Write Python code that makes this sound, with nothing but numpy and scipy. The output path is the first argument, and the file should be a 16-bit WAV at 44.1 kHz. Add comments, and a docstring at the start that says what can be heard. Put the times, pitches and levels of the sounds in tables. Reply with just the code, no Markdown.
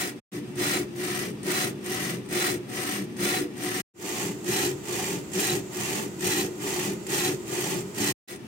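"""A swish dashes past and returns more slowly, over and over, with squeals, ticks and a low drone.
It is a flatbed printer, heard close up from the front or side, in four stretches with silence between.
Ball bearings swish and squeal as the carriage that holds the print head runs along its rail.
The drive belt snaps tight and shakes the frame, a cable chain ticks, and motors and fans hum on."""
import sys
import numpy as np
from scipy import signal
from scipy.fft import rfft, irfft
from scipy.io import wavfile
from scipy.ndimage import uniform_filter1d

SR = 44100
rng = np.random.default_rng(int(sys.argv[2]) if len(sys.argv) > 2 else 0)


def to_wav(s):
    """Save 16-bit WAV."""
    ch = np.atleast_2d(s).T  # columns
    pcm = np.round(np.clip(ch, -1, 1) * 32767)  # PCM
    wavfile.write(sys.argv[1], SR, pcm.astype(np.int16))


N = 373527
CYCLE_S, TURN_S = 0.87, 0.3486  # one round trip; the moment the carriage turns at the far end

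# The tone of the swish from the front and from the side:
# (frequency [Hz], fast stroke level [dB], slow stroke level [dB], left minus right [dB])
FRONT_SWISH = [(550.0, -38, -37.5, 0), (1150, -42.5, -42.5, 3), (1940, -37.5, -38, -3),
               (2650, -39, -37.5, 2), (3920, -41.5, -42.5, 1), (5000.0, -41.5, -41.5, 1.5),
               (5900, -44.5, -43, -5), (7300.0, -46, -46.5, -10), (7870, -48, -49.5, -2),
               (8400, -40.5, -42.5, 13), (10060, -45.5, -44, 7.5), (13400, -49, -49, 5),
               (15000.0, -47, -49.5, -0.5)]
SIDE_SWISH = [(550.0, -43.5, -37.5, 0), (1100.0, -40.5, -41, 0.5), (1850, -44, -43.5, 0.5),
              (2610, -36.5, -37.0, 1), (3920, -42, -43, 2), (5040, -42, -41, 1.5),
              (5900, -41.0, -40.0, -6.0), (7230, -41.5, -42, -19.5), (8100, -44, -42.5, -0.5),
              (8440, -41.0, -39.5, 1.5), (9800, -46.0, -45.5, 7), (13000.0, -45, -45.5, -1.5),
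              (14900, -46, -47, -8.5)]
# Dry spots on the rail that squeal on the fast stroke: (time into the trip [s], half length [s], level [dB])
DRY_SPOTS = [(0.081, 0.0083, -45.5), (0.132, 0.016, -36), (0.183, .006, -37), (0.21, 0.0099, -35)]
# The carriage leaves home, its starting end, and the belt snaps tight: (time [s], click level [dB])
LAUNCHES = [(0.556, -35), (1.431, -31.5), (2.288, -35), (3.167, -33), (4.444, -29), (5.318, -32),
            (6.194, -35.5), (7.067, -26), (7.947, -30)]


def bearings(trip_s, place, swish_db, grain_db=0.68, flutter_db=0.89, rasp_db=2.0):
    """Rolling balls make the rail ring; they jostle, so the swish is grainy, most of all in the treble."""
    swish = np.zeros((2, N))
    no_bass = 1 / (1 + (480 / (frequencies() + 1)) ** 6)
    for where, (colour, level_db) in enumerate([(FRONT_SWISH, 0), (SIDE_SWISH, 2.1)]):
        for column, stroke in [(1, trip_s < TURN_S), (2, trip_s >= TURN_S)]:
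            gain = rail_colour(colour, where, column) * reflections(depth_db=3.5, spacing_hz=59.66) * no_bass
            swish += amp(level_db) * noise(gain, curve(colour, column=3)) * stroke * (place == where)
    treble = irfft(rfft(swish) / (1 + (7000 / (frequencies() + 1)) ** 4), N)
    treble_db = rasp_db * wobble(rate_hz=130) + 0.034 * (swish_db + 28)  # harder running is brighter
    swish += treble * (amp(treble_db) - 1)
    return swish * amp(swish_db + grain_db * wobble(rate_hz=400) + flutter_db * wobble(rate_hz=80))


def carriage_speed(trip_s, ease_s):
    """Each stroke speeds up, cruises and brakes; the drive rounds off every change of speed."""
    # The dash out and the slower return:
    # (start in the trip [s], speeding up [s], cruising [s], braking [s], top speed [share of full speed])
    strokes = [(0, 0.066, 0.13, 0.11, 0.97), (0.381, 0.11, 0.17, 0.12, 0.66)]
    ramps = sum(np.interp(trip_s, np.cumsum(times), [0, top, top, 0]) for *times, top in strokes)
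    return np.maximum(uniform_filter1d(ramps, round(ease_s * SR)), 0)


def swish_level(trip_s, speed, place, run_db=-27, rest_db=-55.5, dry_rub_db=1.5):
    """The bearings get louder with speed, and a little more on each dry spot (dB)."""
    dryness = sum(bump(trip_s, at, half) for at, half, _ in DRY_SPOTS)
    steepness = np.where(place, 1, 1.18)  # speed matters less at the side
    rolling = amp(run_db + dry_rub_db * dryness) * speed ** steepness
    return 20 * np.log10(np.hypot(rolling, amp(rest_db)))


def rail_colour(colour, where, column):
    """The tone of one stroke at one listening place, lifted or dipped where the rail rings."""
    # Notes at which rail and carriage ring: (pitch [Hz], width [Hz], front lift [dB], side lift [dB])
    rail_notes = [(743.7, 43, 12, 12.5), (867, 47, -5.5, 8), (1316, 87, 4, 3), (1675, 76, 0.5, 6.5),
                  (1890, 243, 6.5, 12.5), (2430, 160, 1.5, 2), (3010, 55, 1.5, 4), (5860, 200, 5.5, 4),
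                  (6590, 220, 3.5, 6), (7370, 230, 4, 9), (8450, 560, 5.5, 4)]
    lift_db = sum(lifts[where] * resonance(hz, width) for hz, width, *lifts in rail_notes)
    return amp(curve(colour, column) + lift_db)


def wall_echo(swish, trip_s, strength=0.23, near_s=0.0032, travel_s=0.00111):
    """The end wall throws the swish back; the delay changes as the carriage travels, so the tone shifts."""
    half_turns = np.interp(trip_s, [0, TURN_S, CYCLE_S], [0, 1, 2])
    position = (1 - np.cos(np.pi * half_turns)) / 2
    delay_s = near_s + travel_s * position
    samples = np.arange(N)
    echo = np.array([np.interp(samples - SR * delay_s, samples, ear) for ear in swish])
    return (swish + strength * echo) / np.sqrt(1 + strength ** 2)


def squeal(trip_s, place, swish_db, squeal_hz=3997, whistle_hz=14075, side_db=4.5):
    """On the fast stroke the bearings sing, flaring on each dry spot; a thin whistle rides along."""
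    flares = sum(amp(db) * bump(trip_s, at, half) for at, half, db in DRY_SPOTS)
    singing = amp(-49.5 + 2.1 * (swish_db + 26)) * (trip_s < TURN_S)  # grows faster than the swish
    turns = np.cumsum(squeal_hz + 20 * wobble(rate_hz=56)) / SR
    ear_phase = np.array([[0], [0.8]])
    tone = np.sqrt(2) * np.sin(2 * np.pi * turns + ear_phase) * amp(-3.5 + 4.2 * wobble(rate_hz=80))
    whistle = noise(resonance(whistle_hz, width_hz=200), balance_db=-7) * amp(-16.5)
    squeak = flares * tone + singing * noise(resonance(squeal_hz, width_hz=130))
    return squeak * amp(side_db * place) + (flares + singing) * whistle


def belt_drive(trip_s, place, shake_db):
    """The belt drive makes the frame drone; the flat bed booms most when the carriage is near home."""
    # Notes at which the frame and the bed ring: (pitch [Hz], width [Hz], front level [dB], side level [dB])
    frame_notes = [(134.7, 27.7, -12, -9.5), (292.8, 12.4, -4, -5), (318, 49, -12, -12.5),
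                   (359.2, 14.3, 0, -0.5), (395.5, 28.5, -8.5, -4.5), (479, 40, -17.5, -17),
                   (607, 140, -25.5, -26.5)]
    bed_notes = [(179.6, 22, 0, 0), (205, 21.7, 1.5, -1)]
    near_home = np.cos(2 * np.pi * (trip_s - 0.78) / CYCLE_S)
    frame = amp(shake_db - 0.74) * ringing(frame_notes, place)
    bed = amp(shake_db - 9.0 + 5.2 * near_home) * ringing(bed_notes, place)
    return frame + bed


def shake_level(speed, idle_db=-43, run_db=-32, push_db=-40.5, brake_db=-37.5, settle_s=0.018):
    """The frame shakes with speed and with the motor's work in pushing and braking, then settles (dB)."""
    work = speed * np.gradient(speed) * SR
    running = amp(run_db) ** 2 * speed ** 1.86
    pushing = amp(push_db) ** 2 * np.maximum(work, 0)
    braking = amp(brake_db) ** 2 * np.maximum(-work, 0)
    power = running + pushing + braking + amp(idle_db) ** 2
    linger = np.exp(-1 / (settle_s * SR))
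    return 10 * np.log10(signal.lfilter([1 - linger], [1, -linger], power))


def ringing(notes, place):
    """Belt teeth and rough running shake a part's own notes, heard in a different blend at each place."""
    blends = []
    for where in range(2):
        power = sum((amp(dbs[where]) * resonance(hz, 1.47 * width)) ** 2 for hz, width, *dbs in notes)
        blends.append(noise(np.sqrt(power), balance_db=1.0))
    front, side = blends
    return front * (1 - place) + amp(2.37) * side * place


def clicks(place, ticks_per_s=6.7, tick_db=-49, spread_db=5, offset_db=-4, decay_s=0.0071):
    """Random ticks of the cable chain, belt snaps and a few loud clicks each make the carriage ring."""
    # Loud extra clicks, two of them just as the carriage sets off: (time [s], level [dB])
    loud_clicks = [(1.8612, -26), (4.884, -25), (5.3343, -24.5), (6.2078, -25), (7.8064, -27)]
    # The slack belt snaps, rebounds, and snaps again on the way back:
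    # (time after the launch [s], level added to the launch's [dB])
    belt_snaps = [(0, -0.5), (.035, 2.5), (0.412, -5)]
    blows = amp(tick_db + spread_db * rng.uniform(-0.8, 1, N)) * (rng.random(N) < ticks_per_s / SR)
    snaps = [(at + later_s, db + lift_db) for at, db in LAUNCHES for later_s, lift_db in belt_snaps]
    for at, db in snaps + loud_clicks:
        blows[int(at * SR)] = amp(db + offset_db)
    bursts = signal.lfilter([1], [1, -np.exp(-1 / (decay_s * SR))], blows + 1e-15)
    brighten = 0.31 + resonance(8500, width_hz=4000)
    front, side = (noise(rail_colour(colour, where, column=1) * brighten, curve(colour, column=3))
                   for where, colour in enumerate([FRONT_SWISH, SIDE_SWISH]))
    return bursts * (front * (1 - place) + side * place)


def hum(place):
    """Motors and cooling fans run all the time; at the side a vent hisses too."""
    # The tone of the motors and fans: (frequency [Hz], front level [dB], side level [dB])
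    colour = [(48, -25.5, -21), (67, -6.5, -12.5), (88, -17.5, -10.5), (130, 2, 1), (162, -5, -9),
              (205, 4, -1), (265, -4.5, -5.5), (340, -6, -2.5), (513, -14.5, -16.5), (1100, -21.5, -20.5),
              (2600, -23, -25.5), (4200, -28.5, -29), (8400, -35, -35.5), (15000, -45, -36)]
    front = amp(-40) * noise(amp(curve(colour, column=1)) * reflections(depth_db=4.5, spacing_hz=42.4))
    side = amp(-38) * noise(amp(curve(colour, column=2)) * reflections(depth_db=3.0, spacing_hz=45.1))
    vent_colour = resonance(7150, width_hz=2300) * reflections(depth_db=-4.5, spacing_hz=60)
    vent = amp(-49) * noise(vent_colour, balance_db=curve(SIDE_SWISH, column=3) - 1.5)
    return front * (1 - place) + (side + vent) * place


def reflections(depth_db, spacing_hz):
    """Echoes in the hard housing lift some frequencies and dip others, differently for each ear."""
    grid = np.arange(0, SR / 2, spacing_hz)
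    ripple = rng.standard_normal((4096, 2))[:len(grid)].T
    return amp(depth_db * np.array([np.interp(frequencies(), grid, ear) for ear in ripple]))


def noise(gain, balance_db=0):
    """Stereo noise of strength one, with its tone shaped by gain; the bass is alike in both ears."""
    # How alike the two ears are: (frequency [Hz], likeness [-1 opposite, 0 unrelated, 1 the same])
    ear_likeness = [(120, 0.99), (280, 0.91), (450, 0.79), (700, 0.25), (900, 0.7), (1350, -0.39),
                    (1900, 0.046), (2500, 0.25), (3400, -0.15), (5000, 0.044)]
    shared, separate, lean = white_spectrum(), white_spectrum(), amp(balance_db)
    alike = np.clip(curve(ear_likeness, column=1), -1, 1)
    ears = np.array([shared * lean, alike * shared + np.sqrt(1 - alike ** 2) * separate])
    return unit_strength(irfft(ears * (gain / np.sqrt(1 + lean ** 2)), N))


def wobble(rate_hz):
    """A smooth random wavering of strength one, mostly slower than the rate."""
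    return unit_strength(irfft(white_spectrum() / (1 + (frequencies() / rate_hz) ** 4), N))


def white_spectrum():
    """A random amount of every frequency: plain hiss."""
    return rng.standard_normal(2 * len(frequencies())).view(complex)


def resonance(hz, width_hz):
    """How strongly a part that rings at one pitch answers each frequency."""
    return 1 / (1 + (2 * (frequencies() - hz) / width_hz) ** 2)


def bump(time_s, at_s, half_s):
    """A smooth rise and fall around one moment."""
    return np.exp(-0.5 * ((time_s - at_s) / half_s) ** 2)


def curve(table, column):
    """Joins the points in one column of a table to give a value at every frequency."""
    columns = np.transpose(table)
    return np.interp(np.log(frequencies() + 1), np.log(columns[0] + 1), columns[column])


def frequencies():
    """Every frequency in the spectrum of the whole sound (Hz)."""
    return np.fft.rfftfreq(N, 1 / SR)


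def unit_strength(x):
    """Scales a signal to an average strength (rms) of one."""
    return x / np.sqrt(np.mean(x ** 2) + 1e-20)


def amp(db):
    """Turns decibels into a gain to multiply by."""
    return np.exp(np.asarray(db) * (np.log(10) / 20))


def timeline(lead_s, half_fade_s=0.0069):
    """For every sample: time into the round trip, listening place, gain and extra shaking."""
    # Stretches of sound: (start [s], end [s], fade-in [s], place [0 front, 1 side], level [dB],
    # extra shaking [dB], time into the trip at the start [s])
    stretches = [(-.1, 0.196, 0.034, 0, -2, -3.5, 0.063), (.316, 3.812, .04, 0, -.3, .3, .672),
                 (3.938, 8.12, 0.11, 1, -2.5, 1, 0.36), (8.275, 8.66, 0.065, 0, -1, -5, 0.2)]
    t = np.arange(N) / SR
    trip_s, place, gain, extra_shake_db = np.zeros((4, N))
    for start, end, fade_in_s, where, level_db, shaking_db, opens_at_s in stretches:
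        trip_s = np.where(t >= start - lead_s, t - start + opens_at_s, trip_s)
        for launch, _ in LAUNCHES:
            if start < launch < end:
                trip_s = np.where(t >= launch, t - launch, trip_s)
        now = (t >= start) & (t < end + half_fade_s)
        place[now], extra_shake_db[now] = round(where), shaking_db
        fade_in = 1 - np.exp(-(t[now] - start) / fade_in_s)
        fade_out = np.interp(t[now], [end - half_fade_s, end + half_fade_s], [1, 0])
        gain[now] = amp(level_db) * fade_in * fade_out
    return trip_s, place, gain, extra_shake_db


def scene(ease_s=0.047):
    """The speed of the carriage sets how loud the bearings and the drive are, over the steady hum."""
    trip_s, place, gain, extra_shake_db = timeline(lead_s=ease_s)
    speed = carriage_speed(trip_s, ease_s)
    swish_db = swish_level(trip_s, speed, place)
    shake_db = shake_level(speed) + extra_shake_db
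    swish = wall_echo(bearings(trip_s, place, swish_db), trip_s)
    carriage = swish + squeal(trip_s, place, swish_db) + clicks(place)
    return gain * (carriage + belt_drive(trip_s, place, shake_db) + hum(place))


def record(dry, low_cut_hz=55, high_cut_hz=15850):
    """A small microphone loses the deep bass; the highest treble is cut off too."""
    thin = signal.sosfilt(signal.butter(2, low_cut_hz, "high", fs=SR, output="sos"), dry)
    treble_cut = signal.firwin(801, high_cut_hz, window=("kaiser", 9), fs=SR)
    return signal.oaconvolve(thin, treble_cut[None], "same", axes=1)


dry = scene()
out = record(dry)
to_wav(out)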